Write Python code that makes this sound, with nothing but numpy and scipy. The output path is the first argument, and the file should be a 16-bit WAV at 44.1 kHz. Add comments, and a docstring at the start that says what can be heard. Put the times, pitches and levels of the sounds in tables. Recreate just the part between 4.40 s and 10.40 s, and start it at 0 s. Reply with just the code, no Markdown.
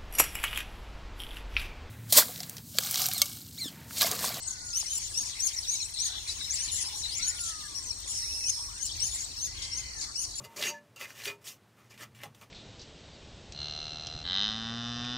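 """Thin whistles and faint hoarse calls come first, then the two-voiced chirps of a weaver colony in the trees.
Chirps rise, level off or arch over, then crack into a falling rasp; scolds, a wheeze and a harsh buzz join.
The calls are sines on moving pitches, roughened by random jitter and scattered off leaves and trees.
Farther off are more birds, low rattles, a nasal call, trilling insects and a low outdoor rumble."""
import sys
import numpy as np
from scipy import signal
from scipy.fft import rfft, irfft, next_fast_len
from scipy.io import wavfile
from scipy.ndimage import uniform_filter1d, map_coordinates

SR = 44100
rng = np.random.default_rng(int(sys.argv[2]) if len(sys.argv) > 2 else 0)


def to_wav(sig):
    """Store sig (one row per channel, or 1-D mono) as 16-bit WAV at the path in sys.argv[1].

    Samples outside -1..1 are clipped; the rate is SR.
    """
    pcm = np.clip(np.atleast_2d(sig), -1, 1) * 32767
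    pcm = np.round(pcm).astype(np.int16)
    wavfile.write(sys.argv[1], SR, pcm.T)  # frames by channels


N = 264600  # samples, six seconds

# Spectrum of the open air. Each row: frequency in Hz, relative density in dB per Hz.
AIR_SPECTRUM = [(110, 3.5), (180, 0), (300, 5), (520, -2.5), (900, -1), (1400, -3), (2100, -7.5),
                (2700, -36), (4000, -11), (7000, -69)]
# Spectrum of the low distant rumble. Each row: frequency in Hz, relative density in dB per Hz.
RUMBLE_SPECTRUM = [(12, -23), (25, -31), (32, -15), (42, 2), (54, -1), (70, -0.5), (110, -6.5),
                   (155, -19.5), (220, -28), (450, -81)]
RUMBLE_DB, RUMBLE_RISE_DB_PER_S, RUMBLE_SWING_DB = -53.5, 0.27, 1.5  # it grows slowly and wavers
# Levels of two nearer insects. Each row: time in seconds, cricket in dB, ticker in dB.
INSECT_LEVELS = [(0, -52, -72), (.3, -50, -52), (.9, -55, -56), (2.4, -62, -59), (3.2, -49.5, -51.5),
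                 (3.6, -59, -47.5), (4.35, -57, -48.5), (4.53, -47, -45.5), (4.58, -49.5, -64),
                 (6, -48, -55)]
# Bands of many distant insects. Each row: centre in Hz, width in Hz, relative level in dB.
DRONE_BANDS = [(4210, 180, -9), (5600, 490, -6), (6650, 250, -7.5), (7670, 1050, -18)]
# Swell of the distant birds. Each row: time in seconds, reference level in dB.
COLONY_LEVEL = [(0.0, -54.5), (0.32, -49.5), (0.45, -44.5), (1.6, -45.5), (1.94, -44), (2.31, -41.5),
                (2.61, -43), (2.97, -42.5), (3.09, -47), (4.48, -48), (4.61, -43), (5.01, -48.5),
                (5.7, -53), (6.0, -48)]
# Spectrum of the distant birds. Each row: frequency in Hz, relative density in dB per Hz.
COLONY_SPECTRUM = [(1500, -17.5), (2200, -6.5), (2800, -10), (4000, 0), (5700, -5.5), (7000, -6),
                   (9500, -2.5), (10500, -12.5), (12000, -21), (14500, -14), (15800, -23)]
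# Distant hoarse calls.
# Each row: start in seconds, length in seconds, mid pitch in Hz, glide in Hz, level in dB, hoarseness in Hz.
FAR_CALLS = [(0, 0.36, 2000, -220, -66.5, 22), (0.06, .17, 1504, -70, -61, 23),
             (0.19, .19, 1427, -150, -56.5, 21), (1.687, 0.08, 1535, 157, -56, 55),
             (1.682, 0.11, 770, 64, -61.5, 57), (2.866, 0.055, 1800, 250, -56, 40),
             (3.236, 0.037, 1706, -200, -51, 40), (3.652, 0.094, 1234, 374, -61.5, 70),
             (4.291, 0.13, 1473, 400, -57, 36), (5.065, 0.077, 2000, 100, -58, 35)]
# Two long, clear, distant whistles that rise, arch over and fade, one list each.
# Each row: time in seconds, pitch in Hz, level in dB before a shared lift.
FAR_WHISTLES = [
    [(2.78, 1273, -56), (2.84, 1487, -58), (3.0, 1427, -54), (3.13, 1278, -53.5), (3.27, 1195, -58),
     (3.33, 1150, -62), (3.52, 957, -66)],
    [(3.82, 1800, -56), (3.885, 2500, -60), (3.93, 2650, -54), (3.98, 2720, -62), (4.04, 2600, -49),
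     (4.08, 2500, -52), (4.115, 2050, -75)],
]
# A distant nasal call that sags, then drops away.
# Each row: time in seconds, pitch in Hz, level in dB, hoarseness as a share of the pitch,
# other harmonics over the main one in dB.
NASAL_CONTOUR = [(5.13, 555, -57, 0.052, 9), (5.209, 537, -49.5, 0.048, 2), (5.361, 523, -49, 0.041, -3.5),
                 (5.499, 506, -48.5, 0.043, -6), (5.555, 455, -49, 0.031, -6), (5.595, 425, -43, 0.02, -14),
                 (5.63, 365, -59, 0.028, -12), (5.719, 260, -47, 0.094, -2)]
NASAL_MAIN = 4  # number of the main harmonic
# The other harmonics, with half steps where the voice doubles its period.
# Each row: multiple of the pitch, relative level in dB.
NASAL_HARMONICS = [(1, -10.5), (2, -8), (3, -4.5), (3.5, -15), (4.5, -5.5), (5, 0.5), (5.5, -8), (6, 0.5)]
# Low rattling calls.
# Each row: start in seconds, length in seconds, mid pitch in Hz, glide in Hz, level in dB.
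CHURRS = [(2.41, 0.21, 975, 40, -58.5), (4.157, 0.194, 1089, 147, -56.5)]
CHURR_PULSE_HZ = 64.2
# Soft down-slurs, all on one contour. Each row: start in seconds, level in dB.
SLURS = [(0.905, -45), (1.221, -39), (2.274, -38.5), (3.08, -46), (3.189, -45.5), (3.615, -46),
         (3.899, -50), (4.893, -52), (5.157, -46), (5.204, -44.5)]
SLUR_S, SLUR_START_HZ, SLUR_MIDDLE_HZ, SLUR_END_HZ = .035, 4664, 4026, 2910
# Contour of the wheeze. Each row: time in seconds, pitch in Hz, level in dB.
WHEEZE_CONTOUR = [(3.66, 5640, -47.5), (3.774, 5470, -34.5), (3.859, 5524, -34.5), (4.022, 5520, -35),
                  (4.2, 5396, -36.5), (4.26, 5450, -39), (4.32, 5540, -51)]
# A harsh buzz. Each row: start in seconds, length in seconds, start pitch in Hz, end pitch in Hz,
# fall of each syllable in Hz, syllables per second, level in dB.
TRILLS = [(1.523, .29, 4164, 3504, 900, 63, -39.5)]
# Whistled notes.
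# Each row: start in seconds, length in seconds, mid pitch in Hz, glide in Hz, level in dB.
NOTES = [(0, 0.1, 8320, 700, -42), (0.07, 0.017, 6820, -160, -32), (0.104, 0.014, 6650, -420, -33),
         (0.246, 0.091, 6700, -600, -41), (0.852, 0.031, 7150, 0, -39.5), (0.887, 0.029, 6270, 0, -39.5),
         (1.13, 0.021, 7190, 450, -36.5), (1.156, 0.04, 5840, -570, -31.5), (1.312, 0.07, 3985, 203, -39.5),
         (1.361, 0.06, 5950, -900, -38), (1.405, 0.03, 4210, -180, -36.5), (1.535, 0.015, 8850, -1550, -38),
         (1.571, 0.0188, 4200, -270, -38), (1.871, 0.03, 4120, -500, -34), (1.899, 0.022, 5100, 120, -40),
         (1.955, 0.021, 6960, -200, -41), (1.993, 0.072, 3920, -200, -38.5), (2.021, 0.12, 5540, 700, -42),
         (2.411, 0.021, 10270, -2100, -36), (2.441, 0.057, 5190, 302, -36),
         (2.519, 0.053, 5590, 500, -41.5), (2.599, 0.031, 6180, -1900, -37.5),
         (2.623, 0.052, 3990, -2, -37.5), (2.678, 0.029, 4300, 102, -38), (2.713, 0.036, 5100, 550, -37),
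         (2.807, 0.056, 4220, 300, -37), (3.339, 0.061, 5650, 250, -36), (3.419, 0.039, 7300, -1300, -43),
         (3.445, 0.077, 5950, -1000, -37.5), (4.488, 0.027, 3380, 0, -40.5),
         (4.514, 0.0091, 5480, 602, -38.5), (4.561, 0.015, 6520, 3100, -40),
         (4.974, 0.031, 4210, -500, -43.5), (4.778, 0.079, 7100, 1500, -37.5)]
NOTE_ARCH = 0.0284  # both ends of a note sag by this share of its pitch
# Sound radiated by the open beak. Each row: frequency in Hz, gain in dB.
BEAK_GAIN = [(1000, 10.5), (2500, -12.5), (4000, -0.5), (6000, 4), (7500, 1), (9800, 4), (11500, -10),
             (15000, -17)]
# Harsh notes on their own. Each row: start in seconds, length in seconds, mid pitch in Hz,
# level in dB before the trim inside rasp(), wildness from 0 to 1.
RASPS = [(0.073, 0.071, 7190, -41.5, 1), (0.598, 0.05, 6360, -39.5, 0.73), (0.843, 0.073, 5490, -38.5, 1),
         (1.873, 0.061, 5006, -35.5, 0.9), (2.406, 0.018, 5270, -34, 0.63),
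         (2.557, 0.055, 6440, -36.5, 0.96), (3.77, 0.0217, 5400, -41, .7),
         (5.217, 0.041, 4750, -35.5, 0.52), (5.607, 0.044, 4680, -34, 0.53)]
RASP_FALL = .17  # a long rasp sinks by this share of its pitch
# Scatter of pitch at a middling pitch; at equal wildness, lower rasps scatter more.
CHAOS_HZ, CHAOS_AT_HZ, CHAOS_SLOPE = 956, 5710, 1.25
# Scolds, a high squeak that breaks into a long rasp.
# Each row: start in seconds, squeak level in dB, rasp level in dB before the trim inside rasp().
SCOLDS = [(2.314, -30, -32.5), (2.99, -36, -33.5), (3.674, -35.5, -37.5), (4.711, -33.5, -39.5),
          (5.952, -37.5, -34)]
SQUEAK_S, SQUEAK_START_HZ, SQUEAK_END_HZ, SQUEAK_SWELL_DB = 0.052, 6790, 7430, 0.5
SQUEAK_LOWER_HZ = 2828  # ceiling of the lower voice
SCOLD_DELAY_S, SCOLD_S, SCOLD_HZ = .04, .082, 6580  # the rasp of a scold: delay, length, pitch
# Two-voiced chirps. Each row: start in seconds, length in seconds, shape, pitch at no climb in Hz,
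# pitch at full climb in Hz, level in dB before a shared lift, sum tone of the two voices in dB,
# overtones in dB, closing rasp over the listed chirp level in dB before the trim inside rasp().
CHIRPS = [(0.327, 0.078, "sweep", 5010, 7090, -30, -9.5, 1, -3),
          (0.454, 0.133, "sweep", 5420, 7820, -32.5, -11.5, 3, -22),
          (0.59, 0.078, "sweep", 5560, 7470, -41, -24, -19, 1),
          (0.737, 0.09, "shelf", 5050, 6750, -31, -7.5, 0, -4),
          (.988, 0.091, "arch", 5250, 6750, -30, -10, 4, -0.5),
          (1.261, 0.099, "arch", 5255, 6765, -31, -12.5, -1, -4.5),
          (1.402, 0.061, "sweep", 5540, 8460, -37, -13, -10, -25),
          (1.579, 0.095, "arch", 5260, 6670, -31, -8.5, -2, -3),
          (2.091, 0.071, "arch", 5350, 7540, -32, -13.5, -8, 0.5),
          (2.177, 0.091, "shelf", 5330, 7100, -33.5, -9.5, -15, -14),
          (2.746, 0.043, "sweep", 5640, 7740, -34.5, -22, -14, -1),
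          (2.82, 0.096, "shelf", 5750, 7105, -31, -15.5, -23, -20),
          (4.036, 0.07, "sweep", 5270, 6680, -28, -11, -8, -22),
          (4.399, 0.068, "sweep", 5720, 7860, -34.5, -12, -2, 0.5),
          (4.589, 0.095, "shelf", 5150, 6980, -30, -10, -3, -7),
          (4.96, 0.11, "shelf", 5230, 6730, -35, -11.5, -3, -5),
          (5.31, 0.099, "shelf", 5230, 6710, -35.5, -13, -7, -12),
          (5.559, .066, "sweep", 5870, 7720, -41, -18, -10, -15),
          (5.749, 0.091, "shelf", 5290, 6820, -32.5, -7.5, -2, -0.5)]
# Chirp shapes by name. Each row: share of the length, share of the climb,
# ceiling of the lower voice in Hz, effort in dB, the lower voice's octave in dB.
CHIRP_SHAPES = { "shelf": [(0, -.2, 3100, -10, -12), (.15, .17, 3100, -6, -14), (.4, 0.34, 3120, -3.5, -30),
                (.58, 0.75, 3110, -3, -5.5), (.8, .94, 2650, -3.5, -7.5), (1, 0.89, 2350, -4, -15)],
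                "arch": [(0, -.05, 2400, -14, -17.5), (.24, .35, 2440, -0.5, -18), (.5, .8, 2394, -5, -18),
                (.68, 1, 2298, -2.5, -18), (.86, .93, 2255, -0.5, -13), (1, 0.51, 2200, -6.5, -10)],
                "sweep": [(0, 0.021, 3130, -6, -21), (.2, .18, 3110, -8, -25), (.5, .46, 3085, -3.5, -12),
                (.8, 0.78, 2954, -1.5, -11), (1, 0.87, 2455, 0, -18.5)]}
# The closing rasp: lead before the chirp ends, length, pitch, share of it lost.
BREAK_LEAD_S, BREAK_S, BREAK_HZ, BREAK_FALL = 0.0096, .025, 5830, 0.41
TOP_HZ = 15800  # band limit of the recorder


def amp(db):
    """Decibels to gain."""
    return 10 ** (np.asarray(db) / 20)


def unit(x):
    """Scale to rms 1."""
    return x / np.sqrt(np.mean(x ** 2) + 1e-20)


def along(points, hz):
    """(Hz, value) points read on a log axis."""
    f, v = np.transpose(points)
    return np.interp(np.log(np.abs(hz) + 1), np.log(f + 1), v)


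def curves(rows):
    """One value per sample for each column after the time."""
    s, *cols = np.transpose(rows)
    return [np.interp(np.arange(N) / SR, s, c) for c in cols]


def span(rows):
    """Start time of a contour and the slice of samples it covers."""
    first, last = rows[0][0], rows[-1][0]
    return first, slice(int(first * SR), int(last * SR))


def wobble(rate, size):
    """A smooth random curve with rate knots a second."""
    knots = rng.standard_normal(int(size * rate / SR) + 4)
    return map_coordinates(knots, [np.arange(size) * rate / SR], mode="nearest")


def filtered(x, response):
    """x times a response of frequency."""
    m = next_fast_len(N + SR // 2)
    return irfft(rfft(x, m) * response(np.fft.rfftfreq(m, 1 / SR)), m)[..., :N]


def phase(hz):
    """Running phase of a moving frequency."""
    return 2 * np.pi * np.cumsum(hz) / SR


def progress(length):
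    """0 to 1 over one call."""
    return np.linspace(0, 1, int(length * SR))


def arch(u, start, middle, end):
    """A parabolic glide through three pitches."""
    return np.polyval(np.polyfit([0, .5, 1], [start, middle, end], 2), u)


def gate(u, rise, fall):
    """Soft opening and closing, as shares of the call."""
    return np.sin(np.pi / 2 * np.clip(np.minimum(u / rise, (1 - u) / fall), 0, 1)) ** 2


def add(out, s, sound):
    """Mix a stereo sound in at time s."""
    i = min(max(round(s * SR), 0), N)
    out[:, i:i + sound.shape[1]] += sound[:, :N - i]


def scatter(t60):
    """Stereo noise echoes that build within milliseconds and die by 60 dB in t60 seconds."""
    t = np.arange(SR // 3) / SR
    echoes = rng.standard_normal((2, len(t))) * amp(-60 * t / t60) * (1 - np.exp(-t / .002))
    return unit(echoes) / np.sqrt(len(t))


def outdoors(call, leaves_db, trees_db, left_db, lag=.001, stray=.08):
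    """The direct path, a quick scatter off nearby leaves, and a faint tail from the trees around."""
    paths = amp(leaves_db) * scatter(t60=.03) + amp(trees_db) * scatter(t60=.35)
    paths *= amp([[1.5], [-1.5]])
    left_delay = abs(lag * (1 + stray * rng.standard_normal()))  # each perch has its own bearing
    paths[0, int(left_delay * SR)] += amp(left_db / 2)
    paths[1, 0] += amp(-left_db / 2)
    return signal.fftconvolve(call[None], paths / np.sqrt(np.sum(paths ** 2) / 2), axes=1)


def rush(spectrum, alike, patchy_db, left_db, lag=0.001033):
    """Stereo noise of rms 1 with patches of random gain; it reaches the left side a little later."""
    z = signal.stft(rng.standard_normal((2, N)), nperseg=512)[2]
    field = uniform_filter1d(rng.standard_normal(z.shape[1:]), size=6, axis=0)  # across frequency
    field = uniform_filter1d(field, size=9, axis=1)  # across time
    pair = signal.istft(z * amp(patchy_db * unit(field)), nperseg=512)[1][:, :N]
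    mid, side = filtered(pair, lambda hz: amp(along(spectrum, hz)))
    side = side * np.tan(np.arccos(np.clip(alike, 0, 1)) / 2)
    left = filtered(mid + side, lambda hz: np.exp(-2j * np.pi * hz * lag))
    return unit(np.array([left, mid - side]) * amp([[left_db / 2], [-left_db / 2]]))


def background(air_db=-57):
    """Open air and a low distant rumble, both shaped noise."""
    rumble_db = RUMBLE_DB + RUMBLE_RISE_DB_PER_S * np.arange(N) / SR + RUMBLE_SWING_DB * wobble(9, N)
    air = amp(air_db) * rush(AIR_SPECTRUM, alike=0.62, patchy_db=2.5, left_db=5.0)
    return air + amp(rumble_db) * rush(RUMBLE_SPECTRUM, alike=1.0, patchy_db=0.5, left_db=3.5)


def stridulation(db, stroke_hz, ring_hz, droop_hz, duty, uneven, leaves_db, left_db):
    """Each wing stroke rings one resonance, whose pitch droops through the stroke; the level wavers."""
    stroke = (phase(stroke_hz * (1 + uneven * wobble(12, N))) / (2 * np.pi)) % 1
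    tone = np.sin(phase(ring_hz + droop_hz * (.5 - stroke / duty) + 130 * wobble(1200, N)))
    call = amp(db + 2 * wobble(30, N)) * unit(tone * gate(stroke / duty, rise=.25, fall=.4))
    return outdoors(call, leaves_db, trees_db=-13, left_db=left_db, lag=.00155, stray=0)[:, :N]


def insects(drone_db=-45):
    """A trilling cricket, a higher and faster ticker, and the steady drone of many more."""
    cricket_db, ticker_db = curves(INSECT_LEVELS)
    cricket = stridulation(cricket_db, stroke_hz=39.76, ring_hz=4530, droop_hz=764, duty=.8,
                           uneven=0.045, leaves_db=-3.5, left_db=1.0)
    ticker = stridulation(ticker_db, stroke_hz=68.9, ring_hz=8346, droop_hz=215.4, duty=0.6,
                          uneven=0.0081, leaves_db=0, left_db=17.5)
    hz = np.geomspace(1000, SR / 2, 400)
    bands = sum(amp(db) / (1 + ((hz - centre) / width) ** 2) ** 2 for centre, width, db in DRONE_BANDS)
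    spectrum = np.transpose([hz, 20 * np.log10(bands)])
    drone = rush(spectrum, alike=0.09, patchy_db=2.0, left_db=2.0)
    return cricket + ticker + amp(drone_db) * drone


def whistle(u, hz, waver, overtone_db):
    """One thin tone of rms 1 with an unsteady pitch and a weak octave."""
    hz = hz * (1 + waver * wobble(343, len(u)))
    octave = amp(overtone_db + along(BEAK_GAIN, 2 * hz)) * np.sin(phase(2 * hz))
    tone = np.sin(phase(hz)) + octave * (2 * hz < SR / 2)
    strength = gate(u, rise=.25, fall=.12) * amp(2.2 * wobble(220, len(u)))
    return unit(tone * strength)


def colony(count=950, size=14, blur_db=-0.4, slur_db=-8.5):
    """Faint, mostly falling slurs from many perches, crowding as the level swells, over a noise blur of voices."""
    level, = curves(COLONY_LEVEL)
    out = amp(level + blur_db) * rush(COLONY_SPECTRUM, alike=0.02, patchy_db=6.0, left_db=2.5)
    activity = np.cumsum(amp(level))
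    perches = np.zeros((size, 1, N))
    for when, length, height, slope, bend, strength, perch in rng.random((count, 7)):
        i = np.searchsorted(activity, when * activity[-1])
        u = progress(0.014 + .028 * length)
        centre = 1750 * 5.2 ** (height ** .95)
        steepness = (2500 / centre) ** 0.7  # low slurs sweep widest
        sweep = 0.74 * (slope - .7) * (u - .5) - 0.633 * bend * (u - .5) ** 2
        hz = centre * (1 + steepness * sweep)
        db = level[i] + slur_db + .75 * along(COLONY_SPECTRUM, centre) + 8 * (strength - .5)
        call = amp(db) * whistle(u, hz, waver=0.016, overtone_db=-32)
        add(perches[int(perch * size)], i / SR, call[None])
    for calls in perches:
        add(out, 0, outdoors(calls[0], leaves_db=-1, trees_db=-7, left_db=10))
    return out


def far_voice(hz, db, hoarse_hz, fade):
    """One low tone from beyond the colony, roughened by a jittering pitch."""
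    u = np.linspace(0, 1, len(hz))
    tone = np.sin(phase(hz + hoarse_hz * wobble(600, len(u))))
    return outdoors(amp(db) * unit(tone * gate(u, fade, fade)), leaves_db=-7, trees_db=-5, left_db=14)


def far_calls(whistle_lift_db=1, whistle_hoarse_hz=13):
    """Lower, slower calls from beyond the colony: hoarse glides and long clear whistles."""
    out = np.zeros((2, N))
    for s, length, hz, glide_hz, db, hoarse_hz in FAR_CALLS:
        pitch = hz + glide_hz * (progress(length) - .5)
        add(out, s, far_voice(pitch, db, hoarse_hz, fade=0.036))
    for rows in FAR_WHISTLES:
        first, part = span(rows)
        hz, db = np.array(curves(rows))[:, part]
        add(out, first, far_voice(hz, db + whistle_lift_db, whistle_hoarse_hz, fade=0.025))
    return out


def nasal_call():
    """A far voice: hoarse harmonics thin to a clearer tone near the end, then roughen in the final drop."""
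    first, part = span(NASAL_CONTOUR)
    hz, db, hoarse, others_db = np.array(curves(NASAL_CONTOUR))[:, part]
    cycle = phase(hz * (1 + hoarse * wobble(380, len(hz))))
    others = sum(amp(level + 3 * wobble(14, len(hz))) * np.sin(k * cycle) for k, level in NASAL_HARMONICS)
    voice = np.sin(NASAL_MAIN * cycle) + amp(others_db) * others
    call = amp(db) * unit(voice) * gate(np.linspace(0, 1, len(hz)), rise=0.039, fall=0.026)
    out = np.zeros((2, N))
    add(out, first, outdoors(call, leaves_db=-5, trees_db=-5, left_db=12))
    return out


def churrs(chaos_hz=110):
    """A low, hoarse rattle from beyond the colony: a quick run of rough pulses that swells and fades."""
    out = np.zeros((2, N))
    for s, length, hz, glide_hz, db in CHURRS:
        u = progress(length)
        pulse = (u * length * CHURR_PULSE_HZ + .08 * wobble(40, len(u))) % 1
        pitch = hz + glide_hz * (u - .5) + chaos_hz * wobble(500, len(u))
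        swell = gate(u, rise=.15, fall=0.33) * amp(2.8 * wobble(60, len(u)))
        strength = gate(pulse, rise=0.29, fall=0.45) * swell
        call = amp(db) * unit(np.sin(phase(pitch)) * strength)
        add(out, s, outdoors(call, leaves_db=-3, trees_db=-5.5, left_db=7.5))
    return out


def tick(db=-50, start_s=.425):
    """One soft tick: a brief sine that drops quickly in pitch."""
    u = progress(0.0124)
    drop = np.sin(phase(1800 * 0.16 ** u)) * gate(u, rise=0.12, fall=0.62)
    out = np.zeros((2, N))
    add(out, start_s, outdoors(amp(db) * unit(drop), leaves_db=-6, trees_db=-24, left_db=5))
    return out


def slurs(spread=0.041):
    """One falling note, repeated at slightly different pitches from deep in the leaves."""
    out = np.zeros((2, N))
    u = progress(SLUR_S)
    contour = arch(u, SLUR_START_HZ, SLUR_MIDDLE_HZ, SLUR_END_HZ)
    for s, db in SLURS:
        pitch = contour * (1 + spread * rng.standard_normal())
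        call = whistle(u, pitch, waver=0.04, overtone_db=-25)
        add(out, s, outdoors(amp(db) * call, leaves_db=5, trees_db=-1, left_db=10))
    return out


def wheeze(pulse_hz=368, hiss_db=-13.0, fizz_db=-27):
    """A drawn-out buzz: fast uneven pulses on one high tone, with fuzzy overtones."""
    hz, db = curves(WHEEZE_CONTOUR)
    beat = phase(pulse_hz * (1 + 0.0712 * wobble(120, N)))
    tone = np.sin(phase(hz + 55 * wobble(60, N) + 125 * wobble(900, N) + 130 * np.sin(beat)))
    hiss = amp(hiss_db) * np.sin(phase(1.88 * hz + 450 * wobble(2000, N)))
    fizz = amp(fizz_db) * np.sin(phase(2.4 * hz + 700 * wobble(1800, N)))
    call = amp(db) * unit((1 + 0.55 * np.cos(beat)) * (tone + hiss + fizz))
    first, part = span(WHEEZE_CONTOUR)
    out = np.zeros((2, N))
    add(out, first, outdoors(call[part], leaves_db=-5.0, trees_db=-9.0, left_db=-5, lag=0.001093))
    return out


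def trills(chaos_hz=230):
    """A dense buzz of tiny, rough, unevenly spaced down-slurs."""
    out = np.zeros((2, N))
    for s, length, start, end, fall_hz, rate, db in TRILLS:
        u = progress(length)
        syllable = (u * length * rate + .24 * wobble(60, len(u))) % 1
        hz = start + (end - start) * u + fall_hz * (.5 - syllable) + chaos_hz * wobble(1500, len(u))
        swell = amp(2.5 * wobble(400, len(u))) * gate(u, rise=.15, fall=.15)
        strength = gate(syllable, rise=.15, fall=.3) * swell
        call = amp(db) * unit(np.sin(phase(hz)) * strength)
        add(out, s, outdoors(call, leaves_db=-3, trees_db=-6, left_db=11))
    return out


def notes():
    """Short, slightly arched whistles, stronger on the left."""
    out = np.zeros((2, N))
    for s, length, hz, glide_hz, db in NOTES:
        u = progress(length)
        pitch = hz * (1 - NOTE_ARCH * (2 * u - 1) ** 2) + glide_hz * (u - .5)
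        call = whistle(u, pitch, waver=0.0358, overtone_db=-13)
        add(out, s, outdoors(amp(db) * call, leaves_db=-2, trees_db=-8, left_db=9))
    return out


def rasp(length, hz, fall, wildness, trim_db=-1, upper_db=-6, lower_db=-7, overtone_db=-12):
    """The syrinx goes chaotic: pitch and strength jump about from one millisecond to the next."""
    u = progress(length)
    chaos_hz = wildness * CHAOS_HZ * (CHAOS_AT_HZ / hz) ** CHAOS_SLOPE
    half_pitch = (hz * (1 + fall * (.5 - u)) + chaos_hz * wobble(2200, len(u))) / 2
    voice = 0
    for k, partial_db in enumerate([lower_db, 0, upper_db, overtone_db], 1):
        partial_hz = k * half_pitch
        voice = voice + amp(partial_db + along(BEAK_GAIN, partial_hz)) * np.sin(phase(partial_hz))
    call = unit(voice * gate(u, rise=0.11, fall=0.12) * amp(2.1 * wobble(693, len(u))))
    return outdoors(amp(trim_db) * call, leaves_db=1.5, trees_db=-3.5, left_db=7.0)


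def rasps():
    """Harsh chaotic notes, each standing alone."""
    out = np.zeros((2, N))
    for s, length, hz, db, wildness in RASPS:
        add(out, s, amp(db) * rasp(length, hz, RASP_FALL, wildness))
    return out


def two_voices(u, pitch, ceiling, effort_db, octave_db, overtone_db, lower_db=-13, sum_db=-9,
               difference_db=-19):
    """Two sides of the syrinx: the lower stays an octave down where its ceiling allows, else they beat."""
    size = len(u)
    waver = .009 * wobble(160, size) + (.015 + .024 * u ** 3) * wobble(1500, size)
    upper = pitch * (1 + waver)
    lower = np.minimum(upper / 2, ceiling * (1 + 0.0066 * wobble(882, size)))
    fuzz = 300 * wobble(1900, size)  # the highest partials are hoarse
    high_db = overtone_db - 18 * (1 - u)  # and grow through the call
    partials = [(lower, lower_db), (2 * lower, octave_db),
                (upper + lower, sum_db), (upper - lower, difference_db),
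                (2 * upper + fuzz, high_db), (upper + 2 * lower - fuzz, high_db - 10)]
    voice = amp(along(BEAK_GAIN, upper)) * np.sin(phase(upper))
    for hz, partial_db in partials:
        strength_db = partial_db + along(BEAK_GAIN, hz) + 3 * wobble(45, size)
        voice = voice + amp(strength_db) * np.sin(phase(hz))
    unsteady_db = 2 * wobble(170, size) + 1.5 * wobble(900, size)
    effort = gate(u, rise=.08, fall=.05) * amp(effort_db + unsteady_db)
    return outdoors(unit(voice * effort), leaves_db=-1.5, trees_db=-10, left_db=7)


def scolds():
    """A short, high, two-voiced squeak gives way to a long rasp."""
    out = np.zeros((2, N))
    u = progress(SQUEAK_S)
    pitch = SQUEAK_START_HZ + (SQUEAK_END_HZ - SQUEAK_START_HZ) * u
    for s, squeak_db, rasp_db in SCOLDS:
        squeak = two_voices(u, pitch, SQUEAK_LOWER_HZ, SQUEAK_SWELL_DB * u, octave_db=-17,
                            overtone_db=-1, sum_db=-7.5)
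        add(out, s, amp(squeak_db) * squeak)
        harsh = rasp(SCOLD_S, SCOLD_HZ, RASP_FALL, wildness=1.0)
        add(out, s + SCOLD_DELAY_S, amp(rasp_db) * harsh)
    return out


def chirps(lift_db=0.5):
    """Each two-voiced chirp climbs along one of three shapes and ends in a rough plunge."""
    out = np.zeros((2, N))
    for s, length, shape, start, top, db, sum_db, overtone_db, rasp_db in CHIRPS:
        u = progress(length)
        share, *columns = np.transpose(CHIRP_SHAPES[shape])
        smooth = [uniform_filter1d(np.interp(u, share, c), size=300, mode="nearest") for c in columns]
        climb, ceiling, effort_db, octave_db = smooth
        pitch = start + (top - start) * climb
        chirp = two_voices(u, pitch, ceiling, effort_db, octave_db, overtone_db, sum_db=sum_db)
        add(out, s, amp(db + lift_db) * chirp)
        plunge = rasp(BREAK_S, BREAK_HZ, BREAK_FALL, wildness=0.795)
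        add(out, s + length - BREAK_LEAD_S, amp(db + rasp_db) * plunge)
    return out


def scene():
    """All voices together, from the far background to the chirps."""
    distance = background() + insects() + colony() + far_calls() + nasal_call() + churrs()
    tree = tick() + slurs() + wheeze() + trills() + notes() + rasps()
    return distance + tree + scolds() + chirps()


def record(dry):
    """The recorder keeps nothing above its band limit."""
    return filtered(dry, lambda hz: hz < TOP_HZ)


dry = scene()
out = record(dry)
to_wav(out)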